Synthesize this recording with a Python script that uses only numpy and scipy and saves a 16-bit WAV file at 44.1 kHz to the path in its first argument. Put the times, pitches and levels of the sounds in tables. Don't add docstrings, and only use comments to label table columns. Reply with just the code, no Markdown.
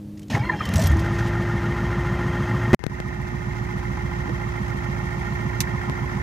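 import sys
import numpy as np
from scipy import signal
from scipy.fft import rfft, irfft, next_fast_len
from scipy.io import wavfile
from scipy.ndimage import map_coordinates

SR = 44100
rng = np.random.default_rng(int(sys.argv[2]) if len(sys.argv) > 2 else 0)


def linear_from_db(decibels):
    return 10 ** (np.asarray(decibels, float) / 20)


def log_audio(samples):
    frames = np.atleast_2d(samples).T
    limited = np.clip(frames, -1, 1)
    pcm = np.round(limited * 32767).astype(np.int16)
    wavfile.write(sys.argv[1], SR, pcm)


N = 274610
T_S = np.arange(N) / SR
SWITCH_S = 2.7472
STARTER_ON_S = 0.3014


def unit(x):
    return x / np.sqrt(np.mean(x ** 2, axis=-1, keepdims=True) + 1e-20)


def along(points, hz):
    point_hz, value = np.transpose(points)
    return np.interp(np.log(hz + 1), np.log(point_hz + 1), value)


def curves(rows):
    s, *columns = np.transpose(rows)
    return [np.interp(T_S, s, column) for column in columns]


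def wobble(rate_hz):
    knots = rng.standard_normal(int(N * rate_hz / SR) + 4)
    return map_coordinates(knots, [np.arange(N) * rate_hz / SR])


def noise():
    return rng.standard_normal((2, N))


def filtered(x, response):
    m = next_fast_len(N + 8192)
    return irfft(rfft(x, m) * response(np.fft.rfftfreq(m, 1 / SR)), m)[..., :N]


def coloured(x, spectrum):
    return unit(filtered(x, lambda hz: linear_from_db(along(spectrum, hz))))


def tone(hz):
    return 2 * np.pi * np.cumsum(hz) / SR


def engine():
    cycle = crank()
    return boom(cycle) + combustion(cycle) + clatter(cycle) + rumble() + grit(cycle)


# time in seconds, cycles of two crank turns in Hz.
SPEED = [(.3, 1.5), (.6, 3), (.8, 6), (.94, 6.52), (1.06, 6.82), (1.3, 6.94), (1.7, 6.96), (1.9, 7.005),
         (2.3, 7.04), (2.7, 7.1), (3.3, 7.105), (3.7, 7.08), (3.9, 7.05), (4.3, 7.035), (4.5, 7.052),
         (4.9, 7.052), (5.5, 7.076), (6.23, 7.11)]


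def crank():
    strong_before_s, strong_after_s = 1.5577, 3.4879
    turns = np.cumsum(curves(SPEED)[0]) / SR
    before, after = turns[round(strong_before_s * SR)], turns[round(strong_after_s * SR)]
    return turns - np.where(T_S < SWITCH_S, before, after)


def layer_db(idle_db, growth, swells=()):
    idle_hz, solenoid_s = 7.05, 0.0078
    speed_db = 20 * np.log10(curves(SPEED)[0] / idle_hz)
    power = linear_from_db(idle_db + growth * speed_db) ** 2
    for s, db, rise_s, fall_s in swells:
        away = np.maximum((s - T_S) / rise_s, (T_S - s) / fall_s)
        power = power + linear_from_db(db - 20 * away) ** 2
    return 10 * np.log10(power) - 40 * np.clip((STARTER_ON_S - T_S) / solenoid_s, 0, 3)


# multiple of the cycle rate, level in dB.
ORDERS = [(7, -25), (8, 0), (9, -17), (10, -7), (11, -5), (12, -30), (13, -14), (14, -8), (15, -15),
          (16, 1), (17, -5), (18, -11), (19, -5), (20, -8), (21, -7), (22, -14), (23, -14), (24, -14),
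          (25, -10), (26, -10), (27, -12), (28, -12), (29, -11), (30, -19), (31, -26), (32, -28), (33, -18),
          (34, -13), (35, -29), (36, -25), (37, -14)]


def order_kick(order):
    if order in (8, 16):
        early_cycles, radians = 0, -.9
    elif order > 24:
        early_cycles, radians = .088, -2.1
    elif order > 21:
        early_cycles, radians = .446, 2.1
    elif order > 15:
        early_cycles, radians = -.029, 3.6
    else:
        early_cycles, radians = -.175, 1.
    return 2 * np.pi * order * early_cycles + radians


def boom(cycle):
    scatter_rad, drift_rad, sway_db = .2, .22, 1.6
    out = np.zeros(N)
    for order, db in ORDERS:
        phase = order_kick(order) + rng.normal(0, scatter_rad) + drift_rad * wobble(3.37)
        out += linear_from_db(db + sway_db * wobble(2.51)) * np.cos(2 * np.pi * order * cycle + phase)
    return linear_from_db(layer_db(-24, 3.3)) * unit(out)


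RINGS = {590: [(.01, -18.5), (.23, -11), (.5, -23.5), (.71, -14), (.83, -16)], 835: [(.05, -8), (.17, -8),
         (.29, -7), (.43, -8), (.48, -9.5), (.61, -7), (.72, -1.5), (.9, -3.5)], 1027: [(.07, -3),
         (.345, -7.5), (.385, -8), (.5, -9), (.83, -8), (.96, -2.5)], 1233: [(.33, -9), (.41, -8),
         (.51, -7.5), (.6, -15), (.78, -10.5), (.93, -1)], 1380: [(.17, -9.5), (.32, -7), (.43, -3),
         (.57, -7.5), (.66, 1), (.82, -16), (.98, -11)], 1600: [(.17, -16.5), (.29, -22.5), (.43, -1.5),
         (.59, -15.5)], 1831: [(.09, -5), (.21, 2.5), (.3, -6.5), (.47, 0.5), (.59, -4), (.72, -2.5),
         (.85, -6)], 2050: [(.05, -11), (.17, -3), (.31, -5.5), (.56, -3.5), (.7, -3.5), (.8, -15)],
         2600: [(.33, -13.5), (.55, -20), (.71, -16)], 3180: [(.07, -19.5), (.15, -17), (.46, -20),
         (.55, -19), (.74, -17)]}


def combustion(cycle):
    half_cycles, size_scatter_db = .043, 2
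    drift_rad, bend, pitch_spread = .5, .02, .008
    out = np.zeros((2, N))
    count = cycle - np.floor(cycle.min()) + 1
    period_s = 1 / curves(SPEED)[0]
    for hz, strokes in RINGS.items():
        for at, db in strokes:
            size, pitch, *steps = rng.standard_normal((4, int(count.max()) + 2))
            off = (cycle - at + .5) % 1 - .5
            near = np.flatnonzero(np.abs(off) < 3 * half_cycles)
            which, off = (count[near] - at + .5).astype(int), off[near]
            start = drift_rad * np.cumsum(steps, axis=1) + 9 * np.array(steps)[:, :1]
            arch = bend * np.cos(4 * np.pi * (at + off / 2 - .1))
            bent_hz = hz * (1 + arch + pitch_spread * pitch[which])
            swell = linear_from_db(db + size_scatter_db * size[which]) * np.exp(-(off / half_cycles) ** 2)
            out[:, near] += swell * np.sin(2 * np.pi * bent_hz * off * period_s[near] + start[:, which])
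    return linear_from_db(layer_db(-35.5, 3.8)) * unit(out)


# share of cycle after the strongest firing, level in dB.
KNOCKS = [(.02, -4), (.07, -3), (.16, -3), (.2, -2), (.28, -2), (.33, -3), (.43, 0), (.47, -1), (.53, -3),
          (.58, 2), (.68, -5), (.73, -4), (.78, -2), (.83, -4), (.88, -5), (.96, -1)]


def knocking(cycle, width, bed_db, scatter_db):
    force = linear_from_db(bed_db)
    for at, db in KNOCKS:
        off = (cycle - at + .5) % 1 - .5
        force = force + linear_from_db(db + scatter_db * wobble(5.26)) * np.exp(-(off / width) ** 2)
    return force


# centre in Hz, width in Hz, level in dB.
FIREWALL = [(524.4, 22, -12.5), (661, 57, -6.5), (835, 61, -7), (1028.5, 54, -2.2), (1235, 93, -18),
            (1379.5, 36, -1), (1838, 38.5, 0.5), (2061.7, 32, -3), (2374, 80, -21), (2723, 39, -16),
            (3185, 21, -15.5)]
# frequency in Hz, level in dB per Hz.
BODY = [(200, -80), (300, -3.5), (600, -22), (1100, -11), (1600, -12.5), (2200, -14), (2700, -37.5),
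        (4000, -42), (8000, -39), (16000, -71.5)]


def panels(f):
    out = linear_from_db(along(BODY, f))
    for k, (hz, width_hz, db) in enumerate(FIREWALL):
        resonance = 1j * f * width_hz / (hz * hz - f * f + 1j * f * width_hz)
        out = out + (-1) ** k * linear_from_db(db) * resonance
    return out


# peak in seconds, peak in dB, rise and 20 dB fall in seconds.
CLANKS = [
    (0.353, -21.5, 0.023, 0.031),
    (.52, -33.5, 0.19, 0.087),
    (.608, -31.5, 0.007, 0.055),
    (.81, -39, 0.22, 0.085),
]


def clatter(cycle):
    share, steps, memory_cycles = .92, 1500, 5
    age = (cycle - cycle.min()) / memory_cycles
    grains = rng.standard_normal((2, int(age.max()) + 2, steps))
    old, step = age.astype(int), (cycle % 1 * steps).astype(int)
    turn = age % 1 * np.pi / 2
    grain = np.cos(turn) * grains[:, old, step] + np.sin(turn) * grains[:, old + 1, step]
    push = np.sqrt(share / 2) * grain + np.sqrt(1 - share) * noise()
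    struck = push * knocking(cycle, width=.016, bed_db=-8, scatter_db=1.2)
    return linear_from_db(layer_db(-33, 1.5, CLANKS)) * unit(filtered(struck, panels))


# frequency in Hz, level in dB per Hz.
RUMBLE = [(30, -37), (50, -6.5), (118, 0), (200, 0), (300, -12.5), (500, -20.5), (900, -17), (1500, -57)]
# peak in seconds, peak in dB, rise and 20 dB fall in seconds.
HEAVES = [
    (.32, -25.5, 0.058, 0.01),
    (0.381, -19, 0.084, 0),
    (0.829, -19, 0.234, 0.1365),
]


def rumble():
    return coloured(noise(), RUMBLE) * linear_from_db(layer_db(-32, 0.22, HEAVES) + 1.8 * wobble(20))


# frequency in Hz, level in dB per Hz.
GRIT = [(1500, 0.5), (2600, 3.5), (3300, 1), (4500, -3), (5300, -1.3), (5700, -3.5), (6300, -0.8),
        (7200, -7), (7700, -11.5), (10000, -16.5), (12500, -17), (15000, -24.5), (16000, -46)]
# frequency in Hz, level in dB per Hz.
INJECTORS = [(5000, -40), (7500, -7.5), (10500, -9.5), (13000, -17), (15500, -5.5)]
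LEAKS = [
    (.09, .9, .07),
    (.61, .7, .05),
]
# peak in seconds, peak in dB, rise and 20 dB fall in seconds.
GRINDS = [
    (0.302, -33, 0.0092, 0.084),
    (0.353, -31, 0.073, 0.031),
    (.5, -62.5, .3, 0.286),
    (.62, -50, 0.11, 0.25),
    (.82, -40, 0.45, 0.284),
    (1.28, -43.5, 0.65, 0.034),
]


def grit(cycle):
    turn_db = 0.78 * np.cos(4 * np.pi * (cycle - .08))
    pulse = knocking(cycle, width=0.05, bed_db=16, scatter_db=-7.0) * linear_from_db(turn_db)
    out = coloured(pulse * noise(), GRIT)
    ticks = knocking(cycle, width=.008, bed_db=-14, scatter_db=3) / 1.4
    for at, size, length in LEAKS:
        ticks = ticks + size * linear_from_db(3 * wobble(4)) * np.exp(-((cycle % 1 - at) / length) ** 2)
    out += linear_from_db(-13) * coloured(ticks * noise(), INJECTORS)
    return linear_from_db(layer_db(-45, 0.59, GRINDS)) * out


# start in seconds, peak in dB, pitch
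# in Hz.
JOLTS = [(0.309, -17.5, 234), (0.343, -12.5, 135), (0.4, -10, 120), (0.469, -24.5, 353), (0.51, -37.5, 192),
         (0.61, -17, 112.5), (0.656, -18.5, 152), (0.688, -18.5, 96.4), (0.721, -13, 117.3),
         (0.755, -7.5, 83.7), (0.799, -16.5, 114.7), (0.845, -6, 86.7), (0.9, -5.5, 73.3),
         (.954, -14.5, 327), (0.929, -5.5, 73), (0.953, -12, 100.4), (2.7318, -18.5, 355.4),
         (2.7395, -13.5, 180), (2.736, -28.5, 574), (.12, -47.5, 62), (0.451, -20, 58), (0.977, -12, 112.6),
         (1.003, -22, 140), (4.286, -16.5, 317.4), (4.289, -24.5, 490), (5.898, -23.5, 258)]


def shudder():
    out, t = np.zeros(N), np.arange(SR // 4) / SR
    for s, db, hz in JOLTS:
        t60_s = 0.065 + 3.4 / hz
        decay = linear_from_db(db + 2.0 - 60 * t / t60_s) * (1 - np.exp(-t / 0.0042))
        out[round(s * SR):][:len(t)] += decay * np.sin(2 * np.pi * hz * t)
    return out


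# time in seconds, pitch in Hz, level in dB.
STARTER = [(.33, 809, -48), (.36, 813, -37), (.41, 835, -42), (.44, 992, -38), (.475, 1043, -30),
           (.495, 1004, -27.5), (.512, 887.6, -40), (.535, 835, -42.5), (.58, 825, -53)]


def starter():
    hz, db = curves(STARTER)
    phase = tone(hz * (1 + .007 * wobble(250)))
    octave = linear_from_db(-10 + 5.5 * wobble(86.9)) * np.sin(2 * phase)
    mesh = linear_from_db(db + 11.5 + 2.3 * wobble(70.6)) * (np.sin(phase) + octave)
    engaged = (T_S > STARTER[0][0]) * (T_S < STARTER[-1][0])
    return filtered(mesh * engaged, lambda f: panels(f) + linear_from_db(-10.5))


# start in seconds, end in seconds, pitch in Hz, level in dB.
SQUEALS = [(0.29, 0.43, 5320, -53), (.36, 0.567, 3200, -49), (.46, 0.51, 2100, -32), (0.7, .705, 2830, -36),
           (0.37, 0.47, 2250, -41), (.42, 0.54, 4200, -48.5), (.415, 0.48, 2760, -48.5),
           (0.43, 0.82, 2760, -48), (.35, 0.414, 3700, -50.5), (.39, .43, 4900, -51),
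           (0.57, .63, 4200, -50.5), (0.47, 0.76, 1700, -47), (0.75, 0.73, 2980, -48),
           (0.64, 0.82, 3200, -47), (.45, .58, 332, -33), (.53, 0.72, 5300, -51), (.54, 0.73, 3200, -45.5),
           (.59, 0.7, 3100, -40), (.51, 0.567, 2350, -44), (0.326, .343, 1800, -29),
           (0.35, 0.36, 1950, -21), (.33, 0.37, 2170, -32), (0.36, 0.381, 1370, -36.5),
           (.365, 0.418, 1590, -43), (.425, 0.43, 1830, -40), (.495, 0.51, 1800, -21),
           (0.6, .617, 1270, -28.5), (.615, 0.66, 1050, -36), (.606, 0.619, 2400, -40),
           (0.8, 0.586, 1850, -39.5), (.61, .65, 2150, -42), (.662, 0.7, 1175, -33), (.685, .71, 1850, -43),
           (0.62, 0.77, 2000, -41), (.76, 0.739, 1830, -25), (.785, 0.817, 1800, -35),
           (0.77, 0.822, 650, -28), (1, .808, 4400, -42), (0.93, .872, 1850, -41.5),
           (0.84, 0.94, 3250, -42), (.908, 0.94, 1830, -28)]


def squeals():
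    out = np.zeros(N)
    flutter, waver = linear_from_db(5.5 * wobble(180) - 2), .014 * wobble(300)
    for start_s, end_s, hz, db in SQUEALS:
        span = np.arange(round(start_s * SR), round(end_s * SR))
        swell = np.sin(np.pi * np.arange(len(span)) / len(span)) ** .6
        look = span + rng.integers(0, N // 2)
        phase = tone(hz + min(hz, 2600) * waver[look])
        out[span] += linear_from_db(db) * swell * flutter[look] * np.sin(phase)
    return out


WHINE_ON_S = 0.8825


def driven():
    return np.clip((T_S - WHINE_ON_S) / 0.05, 0, 1)


def belt_pump():
    strokes_per_cycle = 50.02
    phase = tone(strokes_per_cycle * curves(SPEED)[0] * (1 + .0025 * wobble(14)))
    db = -34 + 3.5 * np.exp(-np.abs(T_S - WHINE_ON_S) / 1.51)
    lines = np.sin(phase) + linear_from_db(-19) * np.sin(1.157 * phase)
    return driven() * linear_from_db(db + 3 + 0.34 * wobble(25.14)) * lines


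def fuel_pump():
    load = np.clip((T_S - STARTER_ON_S) / 0.099, 0, 1)
    hum = np.sin(tone(308 - 11.23 * load))
    return linear_from_db(-41.5 + 1 - load) * (1 - driven()) * hum


# pitch in Hz, level in dB.
RELAY = [
    (102.3, -45),
    (204.6, -40),
    (403.7, -62.5),
    (506, -65),
    (608.3, -68),
]


def relay():
    hum = sum(linear_from_db(db + 3.5 + 1.52 * wobble(7.1)) * np.sin(2 * np.pi * hz * T_S) for hz, db in RELAY)
    return hum * np.clip((.72 - T_S) / 0.107, 0, 1)


# start in seconds, peak in dB.
KEYS = [(0.6529, -23.5), (0.6644, -42), (0.737, -14.5), (0.757, -15), (0.769, -20), (0.7793, -22.5),
        (0.7924, -19), (0.8054, -28), (0.8145, -22), (0.8212, -21), (0.836, -19.5), (0.857, -19.5),
        (0.8692, -18.5), (0.8814, -47.5), (0.8979, -39), (0.9144, -27), (0.9674, -30.5), (0.9911, -27),
        (1.0444, -36.5)]
# start in seconds, peak in dB, top share in dB, t60 in seconds.
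TAPS = [(.1735, -41, -28, 0.061), (.1942, -33.5, -3, .015), (.2165, -40, -30, .04), (.2299, -39, -8, 0.032),
        (0.2828, -35.5, -39, 0.018), (0.394, -36, -21, 0.0315), (0.689, -21.5, -21.5, 0.022),
        (4.6778, -33.5, -27, 0.071), (5.6038, -7, -12.5, 0.055), (5.604, -14, -5, 0.0089),
        (5.6056, -2.5, -1, 0.0027)]
# frequency in Hz, level in dB per Hz.
RATTLE = [(700, -45), (1500, 0), (3000, -3), (4500, -2), (6300, 1), (8000, -4), (9500, -9), (11000, -13)]
# frequency in Hz, level in dB per Hz.
JINGLE = [(7000, -40.5), (9000, -1), (10500, 1), (12500, -2), (15000, -1.5), (16000, -24)]


def rattles():
    key_top_db, key_t60_s, key_scatter = -11, .043, .25
    shake, t = np.zeros((2, N + SR)), np.arange(SR // 8) / SR
    keys = [(s, db, key_top_db, key_t60_s * np.exp(key_scatter * rng.standard_normal())) for s, db in KEYS]
    for s, db, top_db, t60_s in keys + list(TAPS):
        shares_db = np.array([[0], [top_db]])
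        burst = linear_from_db(db - 6.5 + shares_db - 60 * t / t60_s) * (1 - np.exp(-t / (0.039 * t60_s)))
        shake[:, round(s * SR):][:, :len(t)] += burst
    return shake[0, :N] * coloured(noise(), RATTLE) + shake[1, :N] * coloured(noise(), JINGLE)


# start in seconds, pitch in Hz, level in dB.
CLINKS = [(.175, 5000, -51.5), (.175, 3700, -53.5), (.1725, 1900, -50), (.1942, 7920, -49),
          (5.6045, 10250, -24), (5.6045, 12880, -29.5), (5.606, 3780, -23.5), (5.609, 6300, -25),
          (.229, 3120, -46.5), (.23, 6830, -57.5), (.284, 5200, -59), (.737, 6020, -34.5),
          (.7375, 11220, -32), (.7575, 5660, -23), (.758, 6340, -26), (.7575, 9980, -34), (.769, 7600, -32),
          (.766, 11600, -40), (.7804, 5700, -30.5), (0.78, 7870, -26.5), (.794, 7640, -26.5),
          (.797, 5300, -37), (.8203, 4480, -34), (.815, 5960, -28.5), (0.8364, 5780, -30),
          (0.8375, 8920, -27.5), (.848, 5600, -32), (.862, 5700, -31.5), (.8702, 12400, -24),
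          (0.8704, 11700, -29), (0.8697, 5090, -31), (.8702, 8200, -30), (.898, 6730, -34),
          (.914, 8800, -44)]


def clinks():
    out, t = np.zeros(N), np.arange(SR // 10) / SR
    t60_s = 0.041
    for s, hz, db in CLINKS:
        jitter_rad = np.cumsum(rng.normal(0, .12, len(t)))
        decay = linear_from_db(db - 60 * t / t60_s) * (1 - np.exp(-t / 0.0005))
        out[round(s * SR):][:len(t)] += decay * np.sin(2 * np.pi * hz * t + jitter_rad)
    return out


# frequency in Hz, level in dB per Hz.
QUIET = [(18, -49), (30, -9), (153, -1), (204, -15.5), (252, -7.5), (311, -8.5), (461, -21.5),
         (1430, -36.5), (14800, -43.5), (16000, -49)]


def quiet_cab():
    return linear_from_db(-42.0) * coloured(noise(), QUIET)


# frequency in Hz, likeness from 0 to 1.
ALIKE = [(60, 0.57), (150, 0.87), (300, 1), (600, 0.83), (1200, 0.13), (2000, 1), (3500, 0.207),
         (7000, 0.12), (15000, 0.13)]
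# frequency in Hz, level in dB.
LEFT = [(60, -4), (110, -8.5), (200, -2), (300, -8), (352, -8), (410, 3.5), (520, -3.5), (700, -5),
        (950, -0.5), (1290, -7.5), (1620, 1), (1840, -1), (2380, -0.5), (3200, -4), (5500, -0.5),
        (8120, -2.5), (15000, 1)]
# frequency in Hz, lead in radians.
LEAD = [(0, -1), (430, 2), (950, -1), (1460, -3.5), (2150, -0.52), (2760, -1.5), (4820, -10), (6290, -37.5),
        (8350, -18), (9820, -30), (11700, -18), (12400, -18.5), (14400, -34), (16100, -39.5)]


def scene():
    sources = engine() + shudder() + starter() + squeals() + belt_pump() + fuel_pump() + relay()
    right, other = sources + clinks() + rattles() * linear_from_db([[0], [-3]]) + quiet_cab()

    def mix(hz):
        alike = np.clip(along(ALIKE, hz), 0, 1)
        lead = np.exp(1j * np.interp(hz, *np.transpose(LEAD)))
        return linear_from_db(along(LEFT, hz)) * [alike * lead, np.sqrt(1 - alike ** 2)]

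    left = filtered(np.array([right, other]), mix).sum(axis=0)
    return np.array([left, right])


def surge(x):
    surge_s, surge_db, surge_hz, fade_s, rise_s = 2.7312, 14.5, 45, .007, .0016
    x = x * (1 - .75 * np.clip(1 + (T_S - surge_s) / fade_s, 0, 1) * (T_S < surge_s))
    gate = np.clip((T_S - surge_s) / rise_s, 0, 1) * (T_S < SWITCH_S)
    extra = (linear_from_db(surge_db) - 1) * x * gate
    return x + filtered(extra, lambda f: (1j * f / (surge_hz + 1j * f)) ** 2)


# time in seconds, left step, right step (1 is
POPS = [
    (2.7312, -.5, -.5),
    (2.7471, .04, .04),
    (2.7928, -.07, .02),
    (2.8391, .46, 0),
    (2.8414, .3, 0),
    (2.8659, .56, 0),
    (2.8664, .36, 0),
    (3.0022, .4, .01),
    (4.2951, -.1, -.08),
    (5.8977, .48, 0),
]


def pops():
    jumps = np.zeros((2, N))
    for s, left, right in POPS:
        jumps[:, round(s * SR)] = left, right

    def ring(f, hz=130, width_hz=75):
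        resonance = 1j * f / (hz * hz - f * f + 1j * f * width_hz)
        return SR / (2 * np.pi) * resonance * 1j * f / (240 + 1j * f) / (1 + 1j * f / 5500)

    return .8 * filtered(jumps, ring)


def roll_off(x):
    return signal.sosfilt(signal.butter(12, 16540, fs=SR, output="sos"), x)


# frequency in Hz, level in dB.
MONO = [(50, -0.5), (113, 1.5), (160, 1.32), (350, -0.5), (520, 2.5), (800, -0.08), (2060, 0), (3200, 0.24),
        (5500, -1.5), (8000, -2.49)]
# start in seconds, left in dB, right in dB.
GAIN_STEPS = [
    (0, -0.5, -0.5),
    (2.7472, -50, -50),
    (2.752, -58, -61),
    (2.768, -62, -62),
    (2.7923, -11, -70),
    (2.8968, -8.5, -6),
]


def record(dry):
    dry = filtered(dry, lambda f: 1 / (1 + (f / 15250) ** 200) / (1 + (44 / (f + 1)) ** 6))
    mono = filtered(dry[1], lambda f: linear_from_db(along(MONO, f)))
    start_s, *gain_db = np.transpose(GAIN_STEPS)
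    stereo_db = 5 - 5 * np.exp(-np.abs(T_S - start_s[-1]) / 0.71)
    stereo = dry * linear_from_db(stereo_db + [[1.2], [0]])
    x = surge(np.where(T_S < SWITCH_S, mono, stereo))
    x = x * linear_from_db(np.array(gain_db)[:, np.searchsorted(start_s, T_S, side="right") - 1])
    x = x + pops()
    x = x / (1 + np.abs(x / .9) ** 8) ** (1 / 8)
    x = filtered(x, lambda f: 1 / (1 + (f / 16300) ** 60))
    return roll_off(x)


dry = scene()
out = record(dry)
log_audio(out)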